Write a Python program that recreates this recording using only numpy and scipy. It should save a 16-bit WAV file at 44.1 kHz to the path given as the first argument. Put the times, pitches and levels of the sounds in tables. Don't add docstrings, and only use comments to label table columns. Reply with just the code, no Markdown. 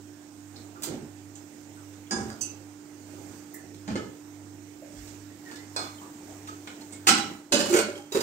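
import sys
import numpy as np
from scipy import signal
from scipy.fft import rfft, irfft, next_fast_len
from scipy.io import wavfile
from scipy.ndimage import uniform_filter1d, map_coordinates

SR = 44100
rng = np.random.default_rng(int(sys.argv[2]) if len(sys.argv) > 2 else 0)


def nominal_scale(level):
    x = np.asarray(level, float) / 20
    return 10 ** x


def dump_mix(stems):
    frames = np.atleast_2d(stems).T
    limited = np.clip(frames, -1, 1)
    pcm = np.round(limited * 32767).astype(np.int16)
    wavfile.write(sys.argv[1], SR, pcm)


N = 362502

# frequency in Hz, density in dB per Hz.
FLOOR = [(20, -28), (70, -11.5), (160, -6.5), (210, -1.5), (340, 2.5), (500, -8.5), (850, -9), (1100, -17),
         (3400, -15.5), (5000, -18), (7000, -16), (8800, -20.5), (10200, -34.5), (13000, -24.5)]
# frequency in Hz, density in dB per Hz.
GLASS = [(320, -17), (550, 1.5), (689, -7), (1430, -12), (2980, -13), (3290, -17.5), (7030, -11.5),
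         (10400, -22), (15900, -26)]


def unit(x):
    return x / np.sqrt(np.mean(x ** 2) + 1e-20)


def along(points, hz):
    f, v = np.transpose(points)
    return np.interp(np.log(hz + 1), np.log(f + 1), v)


def curves(rows):
    s, *cols = np.transpose(rows)
    return [np.interp(np.arange(N) / SR, s, c) for c in cols]


def filtered(x, response):
    m = next_fast_len(x.shape[-1] + 8192)
    spectrum = rfft(x, m) * response(np.fft.rfftfreq(m, 1 / SR))
    return irfft(spectrum, m)[..., :x.shape[-1]]


def above(hz, edge):
    return 1 / np.sqrt(1 + (edge / (hz + 1)) ** 8)


def between(hz, lo, hi):
    return above(hz, lo) * above(hi, hz)


def swell(s, hold, db, rise, fall, size=32):
    t = np.arange(0, N, size) / SR - s
    slope = np.maximum(-t / rise, (t - abs(hold)) / fall)
    return np.repeat(nominal_scale(db - 60 * np.maximum(slope, 0)), size)[:N]


def alike(pair, colour):
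    # frequency in Hz, likeness from 0 to 1.
    likeness = [(60, 1), (130, 0.94), (290, 0.84), (640, 0.55), (1410, 0.016), (3100, 0.044), (6820, 0.01),
                (15000, 0.08)]

    def mixing(hz):
        angle = np.arccos(np.clip(along(likeness, hz), 0, 1)) / 2
        return colour(hz) * np.array([np.cos(angle), np.sin(angle)])

    mid, side = filtered(pair, mixing)
    return np.array([mid + side, mid - side])


def ports(balance, lead):
    side = np.array([[.5], [-.5]])

    def response(hz):
        pair = nominal_scale(side * along(balance, hz)) * np.exp(1j * side * along(lead, hz))
        return pair / np.sqrt(abs(pair.mean(0)) ** 2 + 0.35)

    return response


def add(out, s, sound):
    # frequency in Hz, T60 in seconds.
    kitchen = [(100, 0.65), (500, 0.43), (3000, 0.41), (12000, 0.19)]
    hz, t, z = signal.stft(rng.standard_normal((2, SR // 3)), SR, nperseg=256)
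    tail = signal.istft(z * nominal_scale(-60 * t / along(kitchen, hz)[:, None]), SR, nperseg=256)[1]
    tail = alike(tail, np.ones_like)
    wet = signal.fftconvolve(sound[None], tail / np.linalg.norm(tail[0]), axes=1)
    wet = nominal_scale(0.5) * np.roll(wet, 150, axis=1)
    wet[:, :len(sound)] += sound
    part = out[:, round(s * SR):][:, :wet.shape[1]]
    part += wet[:, :part.shape[1]]


def ringing(modes, t, rise, damping=0.54, shaken=1):
    shake_rad, shake_per_khz, beat_db = .22, .16, 4.5
    hz, db, t60 = np.transpose(modes)[:, :, None]
    steps, beats = rng.standard_normal((2, len(modes), 40))
    joined = np.maximum(1 - abs(39 * t / t[-1] - np.arange(40)[:, None]), 0)
    drift = shaken * (shake_rad + shake_per_khz * hz / 1000) * np.cumsum(steps, axis=1) @ joined
    level_db = db + beat_db * beats @ joined - 60 * t / np.clip(damping * t60, .02, .48)
    phase = 2 * np.pi * hz * t + drift
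    tones = nominal_scale(level_db.astype("float32")) * np.sin(phase.astype("float32"))
    return tones.sum(0) * (1 - np.exp(-t / rise))


def contacts(out, events, spectrum, modes, ring_db, rise, clang_db, sizzle_db, thud_db=0, follows=0.3, damping=0.78):
    edges_hz = (600, 3000, 9500)
    # frequency in Hz, density in dB per Hz.
    stove = [(29, -48), (90, -22), (156, -22.5), (215, -1), (289, -10.5), (323, -0.5), (700, -20.5),
             (910, -50), (1540, -120)]
    t, edges = np.arange(SR // 3) / SR, (1, *edges_hz, SR)
    bodies = [stove, spectrum, spectrum, spectrum]
    struck = 2.8 * rng.random((len(events), len(modes), 1)) ** 2

    def colour(hz):
        bunched = 1
        for k, (centre, _, _) in enumerate(modes):
            bunched = bunched + struck[:, k, None] / (1 + ((hz - centre) / (25 + .006 * centre)) ** 2)
        bands = [nominal_scale(along(b, hz)) * between(hz, *edges[k:k + 2]) for k, b in enumerate(bodies)]
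        return bunched * np.array(bands)

    noise = filtered(rng.standard_normal((len(events), len(bodies), len(t))), colour)
    knocks = rng.exponential(size=(len(events), 1, len(t) // 70 + 1))
    noise[:, 1:] *= nominal_scale(2.07 * np.repeat(knocks, 70, axis=2)[..., :len(t)])
    for (s, db, weight_db, t60), bands in zip(events, noise):
        level = np.array([[thud_db + weight_db], [clang_db + follows * weight_db], [0], [sizzle_db]]) - 2.0
        lasting = max(t60, .01) * np.array([[1.6], [1.2], [1], [.8]])
        rattle = (bands / bands.std(1, keepdims=True) * nominal_scale(level - 60 * t / lasting)).sum(0)
        blow = rattle * (1 - np.exp(-t / rise))
        if modes:
            blow = blow + nominal_scale(ring_db) * ringing(modes, t, rise, damping)
        add(out, s - rise, nominal_scale(db) * blow)


def refrigerator():
    # shaft order, rms level in dB, left-right difference in dB.
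    orders = [(2, -60, -5), (3, -68.5, -5.5), (6, -49.5, -5)]
    shaft_hz, mains_hz, in_step_s = 49.3, 100.13, -.08
    t = np.arange(N) / SR - in_step_s
    lines = [(shaft_hz * k, db, lr) for k, db, lr in orders] + [(mains_hz, -58.3, -6)]
    hum = 0
    for hz, db, lr in lines:
        hum = hum + nominal_scale([[db + lr / 2], [db - lr / 2]]) * np.sqrt(2) * np.sin(2 * np.pi * hz * t)
    return hum


def rush(spectrum, bands, patchy_db):
    # frequency in Hz, left-right difference in dB.
    balance = [(60, -18), (110, -3), (200, -2), (380, -5), (700, -3.5), (1290, -7.5), (2380, -8),
               (4400, -16), (8120, -23.5), (15000, -2)]
    z = signal.stft(rng.standard_normal((2, N)), nperseg=512)[2]
    field = uniform_filter1d(uniform_filter1d(rng.standard_normal(z.shape[1:]), 6, 0), 12, 1)
    pair = signal.istft(z * nominal_scale(patchy_db * unit(field)), nperseg=512)[1][:, :N]
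    pair = alike(pair, lambda hz: nominal_scale(along(spectrum, hz)))
    heard = ports(balance, [(0, 0.0038)])
    return [unit(filtered(pair, lambda hz: between(hz, lo, hi) * heard(hz))) for lo, hi in bands]


def air():
    # start in seconds, hold in seconds, shuffle in dB over the floor, cloth in
    # dB # relative to the shuffle.
    stirs = [(0.585, .02, -12, 4), (0.924, 0.016, 10, -15), (1.375, 0.59, -29, 13), (1.836, 0.014, -37, 22),
             (2.276, 0.013, 8.5, -11), (2.477, 0.022, -26, 17), (3.115, 0.26, -3, -1),
             (4.065, 0.017, -14, -9), (4.976, 0.12, -19.5, 20.5), (5.49, .02, -4, 3),
             (5.83, 0.012, -9.5, 16), (6.02, 0.89, -9, 4.5), (6.307, 0.024, -8.5, -2),
             (7.195, 0.13, 9, -4.5)]
    moves = np.array([swell(s, hold, db, rise=0.42, fall=0.59) for s, hold, db, _ in stirs])
    shuffle = 1 + moves.sum(0)
    cloth = 1 + nominal_scale([row[3] for row in stirs]) @ moves
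    murmur, rustle, hiss = rush(FLOOR, [(1, 1540), (1350, 2700), (5200, SR)], patchy_db=1.5)
    return nominal_scale(-54) * shuffle * murmur + cloth * (nominal_scale(-66.5) * rustle + nominal_scale(-58) * hiss)


def clinks(out):
    # start in seconds, peak in dB, frequency in Hz, T60 in seconds.
    faint = [(0.559, -41.5, 4500, 0.05), (0.752, -50.5, 1320, 0.13), (1.355, -50, 3470, 0.042),
             (1.352, -40.5, 7000, 0.063), (2.153, -37.5, 108, 0.39), (3.539, -36, 14100, 0.042),
             (3.542, -38.5, 7800, 0.046), (3.542, -44.5, 1880, 0.16), (3.880, -22, 230, 0.11),
             (3.899, -36.5, 110, 0.25), (4.82, -43.5, 600, 0.19), (4.96, -46, 70, 0.36),
             (5.3, -55, 1920, 0.12), (6.014, -40, 1010, 0.093), (6.27, -46, 695, 0.16),
             (6.673, -23, 2260, 0.019), (2.067, -52.5, 3080, 0.06), (6.923, -39, 7900, 0.079),
             (7.068, -27, 8300, 0.034), (3.881, -47, 2500, .04), (1.769, -52.5, 1330, 0.074)]
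    t = np.arange(SR // 3) / SR
    for s, db, centre, t60 in faint:
        spread = 32 + 0.0079 * centre / t60
        rise = 0.003 + 2.2 / centre
        band = filtered(rng.standard_normal(len(t)), lambda hz: np.exp(-((hz - centre) / spread) ** 2 / 2))
        envelope = nominal_scale(db + 1.5 - 60 * t / (0.9 * t60)) * (1 - np.exp(-t / rise))
        add(out, s, unit(band) * envelope)


def lighter(out):
    # start in seconds, bright peak in dB, thud in dB relative to it, T60 in seconds.
    flicks = [
        (0.825, -36.5, -16, 0.12),
        (0.8358, -23, -19.5, 0.06),
        (0.8727, -42, 13, 0.059),
        (0.914, -52, 13, 0.042),
        (0.9416, -40.5, 17, 0.028),
    ]
    # frequency in Hz, density in dB per Hz.
    flint = [(320, -24), (550, -10), (793, -14), (2340, -16), (7030, -2), (10400, -6), (15900, 7)]
    modes = [(6000, -6, .05), (7000, 0, .08), (7750, -1, 0.092)]
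    contacts(out, flicks, flint, modes, ring_db=-16, rise=0.004, clang_db=-5.0, sizzle_db=-7)


def burner():
    # start in seconds, hold in seconds, level in dB.
    puffs = [
        (0.9, 0.055, -37),
        (1.028, 0.034, -41),
    ]
    flutter = map_coordinates(rng.standard_normal(N // 900 + 4), [np.arange(N) / 900])
    gain = sum(swell(*puff, rise=0.083, fall=0.093) for puff in puffs)
    roar = filtered(nominal_scale(2.6 * flutter) * rng.standard_normal(N), lambda hz: between(hz, 100, 360))
    return gain * unit(roar) * nominal_scale([[-6], [-.6]])


def saucepan(out):
    # start in seconds, bright peak in dB, thud in dB relative to it,
    # T60 in seconds.
    blows = [
        (2.1125, -18.5, -9, 0.05),
        (2.1314, -33.5, 8.5, 0.058),
        (2.1495, -49, -1, 0.11),
        (2.1632, -37, 12, 0.1),
        (2.1983, -43.5, -11, 0.26),
        (2.298, -45.5, 6, 0.054),
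    ]
    handle_blow = [
        (2.4131, -24.5, -32, 0.059),
    ]
    # frequency in Hz, density in dB per Hz.
    steel = [(320, -32), (550, 3.5), (793, 1), (1700, -2.5), (3150, -26), (4060, -32), (4940, -13.5),
             (8800, -21), (9990, -41), (15900, -31)]
    grip = [(880, -50), (1500, -22), (2360, -34), (2610, -6), (3500, -10), (6730, 9), (8970, -11),
            (10700, -15), (15900, -17)]
    # frequency in Hz, level in dB, T60 in seconds.
    pan_modes = [(217.2, 3.5, 0.8), (402, -6.5, 0.44), (786, -2, 0.86), (992, -4, 0.34), (1648, 1.5, 0.35),
                 (2260, -9, .3), (2870, -19, .3), (3470, -15.5, 0.36), (4950, -0.5, 0.14),
                 (5750, -13, 0.31), (6230, -9, 0.26), (6670, 6.5, 0.14), (7000, -15, .3), (8600, -9, 0.25)]
    handle_modes = [(2563, -6, 0.78), (2690, -6.5, 2.0), (2914, -10, 0.35), (4630, -7, 0.18),
                    (5346, -10, 0.88), (5800, -3, .6), (6150, 16, 0.37), (6560, 0, 0.31), (7000, 2, .12),
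                    (7348, -10, .6), (7930, 4, .5), (8800, 5.5, 0.35), (8900, 0, 0.34), (9800, -12, .25)]
    contacts(out, blows, steel, pan_modes, ring_db=-19.5, rise=0.0039, clang_db=-1.7, sizzle_db=-30)
    contacts(out, handle_blow, grip, handle_modes, ring_db=-21.0, rise=0.0043, clang_db=-13, sizzle_db=1.0,
             damping=0.39)


def ticks(out):
    # start in seconds, bright peak in dB, thud in dB relative to it, T60 in seconds.
    taps = [(3.746, -38.5, -7, 0.02), (5.0744, -41.5, -6, 0.052), (5.5139, -39, 5.5, 0.035),
            (5.559, -36, -18, 0.032), (6.4744, -41, 1, 0.09), (6.6742, -38, 3, 0.033),
            (6.8096, -45, -13, 0.054), (6.925, -44.5, 1, 0.089)]
    contacts(out, taps, FLOOR, [], ring_db=-9, rise=0.0021, clang_db=-3.0, sizzle_db=-7, thud_db=-8, follows=1)


def pot(out):
    # start in seconds, bright peak in dB, thud in dB relative to it,
    # T60 in seconds.
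    jolts = [
        (3.8792, -34.5, 7.8, 0.028),
        (3.8846, -37.5, 13, 0.034),
        (3.9001, -43, 5.3, 0.12),
    ]
    blows = [
        (3.956, -30.5, 3.5, 0.029),
        (3.9615, -33.5, 1, 0.036),
        (4.028, -59, 26, 0.042),
    ]
    # frequency in Hz, density in dB per Hz.
    aluminium = [(320, -30), (550, 10.5), (1130, -7), (1300, -3), (2340, -7), (3800, -19.5), (6800, -16),
                 (9600, -34), (15900, -50)]
    # frequency in Hz, level in dB, T60 in seconds.
    grate_modes = [(211.6, 16.5, 0.31), (842, 9, .1), (1280, -16, .2), (1440, -9, .2), (2280, -16, .2),
                   (1760, -10, 0.1)]
    pot_modes = [(416, 8.5, 0.32), (820, -2, 0.25), (1280, 2, 0.17), (1735, -2.5, 0.2), (2080, -0.5, 0.16),
                 (2995, -5, 0.22), (3700, -17, .15), (4370, -14, 0.15), (5300, -15, 0.2), (6500, -27, .25),
                 (7580, -23, 0.4), (8070, -22, .2), (8850, -19, 0.3)]
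    contacts(out, jolts, aluminium, grate_modes, ring_db=-13.0, rise=0.0022, clang_db=3.0, sizzle_db=-42)
    contacts(out, blows, aluminium, pot_modes, ring_db=-8, rise=0.00108, clang_db=0.0, sizzle_db=-40, damping=0.31)


def squeak(out):
    # time in seconds, frequency in Hz, level in dB.
    glide = [
        (5.45, 1947, -45),
        (5.501, 1754, -52),
        (5.56, 1670, -64),
        (5.59, 2030, -53),
        (5.67, 2140, -71),
    ]
    start, end = glide[0][0], glide[-1][0]
    part = slice(round(start * SR), round(end * SR))
    hz, db = (c[part] for c in curves(glide))
    phase = np.cumsum(2 * np.pi * hz / SR + 0.057 * rng.standard_normal(len(hz)))
    add(out, start, nominal_scale(db + 1.5) * np.sin(phase) * signal.windows.tukey(len(hz), .2))


def stacked_lids(out):
    # start in seconds, bright peak in dB, thud in dB relative to it, T60 in seconds.
    blows = [
        (5.7638, -25, -31, 0.056),
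        (5.7894, -35.5, -9, 0.063),
        (5.8321, -43, -16, 0.087),
    ]
    # frequency in Hz, density in dB per Hz.
    lids = [(320, 30), (550, 23), (1650, 4), (3240, -21), (4170, -11.5), (8090, -18.5), (9850, -43),
            (15900, -39)]
    # frequency in Hz, level in dB, T60 in seconds.
    modes = [(820, -10, .2), (1204, -3, 0.68), (1280, -13, 0.26), (1607, -12, .15), (2240, -2, 0.32),
             (2480, 0, 0.23), (3490, -1, 0.4), (4180, 4, 0.25), (5170, -2, 0.18), (4950, -13, .2),
             (6060, -20, .3), (7224, -20, .3), (8200, -20, .3), (14070, -20, .14)]
    contacts(out, blows, lids, modes, ring_db=-19.0, rise=0.00144, clang_db=8.0, sizzle_db=-6.5)


def pings():
    # start in seconds, level in dB, frequency in Hz, T60 in seconds.
    rims = [(5.98, -46, 3110, .07), (6.483, -37.5, 1284, 0.2), (6.81, -51, 886, 0.33),
            (6.81, -50, 4300, .15), (6.675, -48, 2190, .3), (6.93, -50, 2190, 0.34),
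            (7.953, -46.5, 3180, 0.38), (7.985, -40, 820, 0.21)]
    out, t = np.zeros(N + SR), np.arange(SR // 4) / SR
    for s, db, hz, t60 in rims:
        out[round(s * SR):][:len(t)] += ringing([(hz, db, t60)], t, .004, damping=1, shaken=1.5)
    return out[:N]


def lid_knock(out):
    # start in seconds, bright peak in dB, thud in dB relative to it, T60 in seconds.
    blows = [
        (7.073, -10, -4, 0.054),
        (7.0809, -8.5, -24, 0.062),
        (7.0897, -14.5, -2, 0.044),
        (7.1115, -26, -5, 0.036),
        (7.179, -27.5, -6, 0.065),
    ]
    # frequency in Hz, density in dB per Hz.
    rim = [(320, -67), (550, -13), (719, -16), (804, 1.5), (1020, -15), (1450, -8.5), (1850, -9),
           (4000, -5), (7650, -2), (9850, -13), (15900, -15)]
    # frequency in Hz, level in dB, T60 in seconds.
    pan_modes = [(212, 4.5, 0.26), (321, -11, 0.25), (805, -4, 0.6), (1310, -2.5, 0.27), (1381, -9, 0.24),
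                 (1505, -21, 0.22), (2190, -13, 0.48), (2345, -8, 0.2), (2910, -13, 0.53), (3040, -16, 0.4),
                 (3960, -5.5, 0.45), (5210, -11, 0.3), (5600, -9, 0.56), (5973, -16, 0.2)]
    glass_modes = [(1985, -9, 0.57), (2620, -20, .4), (1039, -16, 0.6), (4360, -15, 0.48), (4920, -25, .3),
                   (6309, -17, .2), (6530, -17, 0.47), (7500, -9, 0.36), (8100, -13, 0.4), (8800, -6, 0.29),
                   (11450, -30, 0.18), (12800, -25, .2), (14000, -8, .1), (15220, -24, .15)]
    contacts(out, blows, rim, pan_modes + glass_modes, ring_db=-20.5, rise=.004, clang_db=4.5, sizzle_db=-8.0,
             damping=0.88)


def lid_landing(out):
    # start in seconds, bright peak in dB,
    # thud in dB relative to it, T60 in seconds.
    landings = [(7.5208, -34, -12, .03), (7.5226, -10.5, -15, 0.025), (7.5271, -15, -5.5, 0.038),
                (7.5356, -21, -1.5, 0.12), (7.592, -21.5, -18, 0.055), (7.6040, -18.5, -1.5, 0.047),
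                (7.555, -23, -9, 0.031), (7.622, -36, -14, 0.028), (7.65, -41, -15, .06)]
    rattles = [
        (7.6944, -28.5, -41, 0.11),
        (7.7288, -25, -8, 0.069),
        (7.7400, -20.5, -2, 0.079),
        (7.765, -19.5, -12, 0.055),
        (7.7883, -21, -3, 0.056),
        (7.81, -35, -7, 0.039),
        (7.85, -50, -2, 0.088),
    ]
    settlings = [
        (8.1214, -32.5, -27, 0.082),
        (8.1493, -30.5, 9, 0.077),
        (8.2064, -29.5, -14, 0.11),
    ]
    # frequency in Hz, level in dB,
    # T60 in seconds.
    landing_modes = [(582.4, 0.5, 0.9), (850, -10, 0.2), (1552, -10, 0.13), (1753, -8, 0.2),
                     (2570, -7, 0.3), (2950, -6.5, 0.65), (3450, -18, .3), (3840, -15, .2),
                     (4170, -9, 0.18), (4600, -16, .12), (5000, -16, 0.14), (6600, -10, 0.18),
                     (7180, 2, .1), (9000, -14, .2)]
    rattle_modes = [(578, 0.5, 0.6), (1376, -7, 0.22), (1490, -1, 0.16), (2210, -5, 0.37), (2500, -14, .2),
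                    (2850, -8.5, 0.25), (4230, -15, 0.12), (4580, -14, 0.12), (6800, -15, 0.13),
                    (7300, -18, 0.2), (8100, -6, 0.1), (8500, 0, 0.11)]
    settled_modes = [(950, 6, 0.067), (1250, -11, .4), (2700, -17, .3), (3820, 6.5, 0.17), (4930, 4, 0.17),
                     (5800, -7, .1), (6700, -15, .25), (7300, -7, .08)]
    edge_modes = [(10300, -30, .2), (12000, -24, .15), (12600, -17, .15), (13480, -14, 0.16),
                  (13600, -18, .12), (14750, -16, .12), (14950, -13, .12)]
    contacts(out, landings, GLASS, landing_modes + edge_modes, ring_db=-19, rise=0.0011, clang_db=-4.5,
             sizzle_db=-46)
    contacts(out, rattles, GLASS, rattle_modes + edge_modes, ring_db=-13.5, rise=0.0027, clang_db=1.5,
             sizzle_db=-7.5)
    contacts(out, settlings, GLASS, settled_modes + edge_modes, ring_db=-15.5, rise=0.001505, clang_db=2.0,
             sizzle_db=-3.5)


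def seating():
    # time in seconds, air push in dB, grind in dB.
    rocks = [(7.532, -29, -50), (7.66, -46, -31), (7.702, -21, -51), (7.743, -19, -39), (7.8, -58, -51),
             (7.89, -28.5, -48), (7.963, -38, -46.5), (8.156, -24.5, -32), (8.176, -35, -56),
             (8.21, -40, -42)]
    # frequency in Hz, width in Hz, level in dB.
    air_modes = [(355, 78, -6), (560, 37, -30), (787, 28, -14.5)]
    push = sum(swell(s, 0, db, rise=0.081, fall=0.26) for s, db, _ in rocks)
    rub = sum(swell(s, 0, db, rise=0.081, fall=0.34) for s, _, db in rocks)

    def hollow(hz):
        total = 0
        for k, (centre, width, db) in enumerate(air_modes):
            damped = 1j * hz * width
            total = total + (-1) ** k * nominal_scale(db) * damped / (centre * centre - hz * hz + damped)
        return total ** 2

    def scrape(hz):
        return nominal_scale(along(GLASS, hz)) * (above(hz, 400) + nominal_scale(-26) * above(hz, 9300))

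    cavity = unit(filtered(rng.standard_normal(N), hollow))
    chatter = nominal_scale(2.7 * np.repeat(rng.exponential(size=N // 90 + 1), 90)[:N])
    grind = unit(filtered(chatter * rng.standard_normal((2, N)), scrape))
    return nominal_scale(-5.5) * push * cavity + rub * grind


def thumps():
    # start in seconds, level in dB, frequency in Hz, T60 in seconds.
    seatings = [(7.533, -20.5, 335, 0.094), (7.606, -38, 410, 0.098), (7.697, -19.5, 359, 0.14),
                (7.728, -15, 354, 0.15), (7.742, -18, 357, 0.1), (7.745, -18.5, 448.6, 0.33),
                (7.769, -25, 380, 0.2), (7.79, -16, 443, .12), (7.819, -39, 355, .15),
                (7.879, -38, 370, 0.16), (7.911, -35, 350, .1), (8.12, -26, 395, 0.078),
                (8.134, -26, 392, 0.087), (8.151, -15.5, 396.4, 0.2), (8.165, -18.5, 445, 0.17),
                (8.195, -31, 394, .2)]
    out, t = np.zeros(N + SR), np.arange(SR // 4) / SR
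    for s, db, hz, t60 in seatings:
        tone = nominal_scale(db - 60 * t / t60) * np.sin(2 * np.pi * hz * t)
        out[round(s * SR):][:len(t)] += tone * (1 - np.exp(-t / 0.0019))
    return out[:N]


def cookware():
    # frequency in Hz, left-right difference in dB.
    balance = [(60, -2.0), (110, -2.5), (200, -3.5), (380, -4.0), (700, -2.5), (1290, -3.0), (2380, -1.5),
               (4400, -6.0), (8120, -16.0), (15000, -4.5)]
    # frequency in Hz, lead in rad.
    lead = [(0, 0), (860, 0.5), (3100, 8.2), (4650, 8.8), (7580, 15.9), (8530, 16.5), (9820, 7.2),
            (12000, -2.1), (12400, -10.3), (13500, -20.5), (15800, -18.8)]
    out = seating() + thumps() + pings()
    for source in (clinks, lighter, saucepan, ticks, pot, squeak, stacked_lids, lid_knock, lid_landing):
        source(out)
    heard = ports(balance, lead)
    return filtered(out, lambda hz: above(hz, 40) * heard(hz))


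def scene():
    # time in seconds, extra left-right difference in dB.
    turning = [
        (0, -2),
        (5.6, -1),
        (6.1, 2),
        (8.22, 0.5),
    ]
    # time in seconds, gain in dB.
    gain_control = [
        (0, -0.14),
        (7.07, 1.36),
        (7.5, -3.5),
        (7.6, 1.5),
        (8.22, -0.5),
    ]
    side = np.array([[.5], [-.5]])
    steady_gain = nominal_scale(side * curves(turning)[0] + curves(gain_control)[0])
    return cookware() + burner() + steady_gain * (refrigerator() + air())


def roll_off(x):
    return signal.sosfilt(signal.butter(12, 16710, fs=SR, output="sos"), x)


def record(dry):
    ceiling, top_hz = .93, 15760
    held = dry / (1 + abs(dry / ceiling) ** 6) ** (1 / 6)
    mix = filtered(held, lambda hz: hz < top_hz)
    return roll_off(mix)


dry = scene()
out = record(dry)
dump_mix(out)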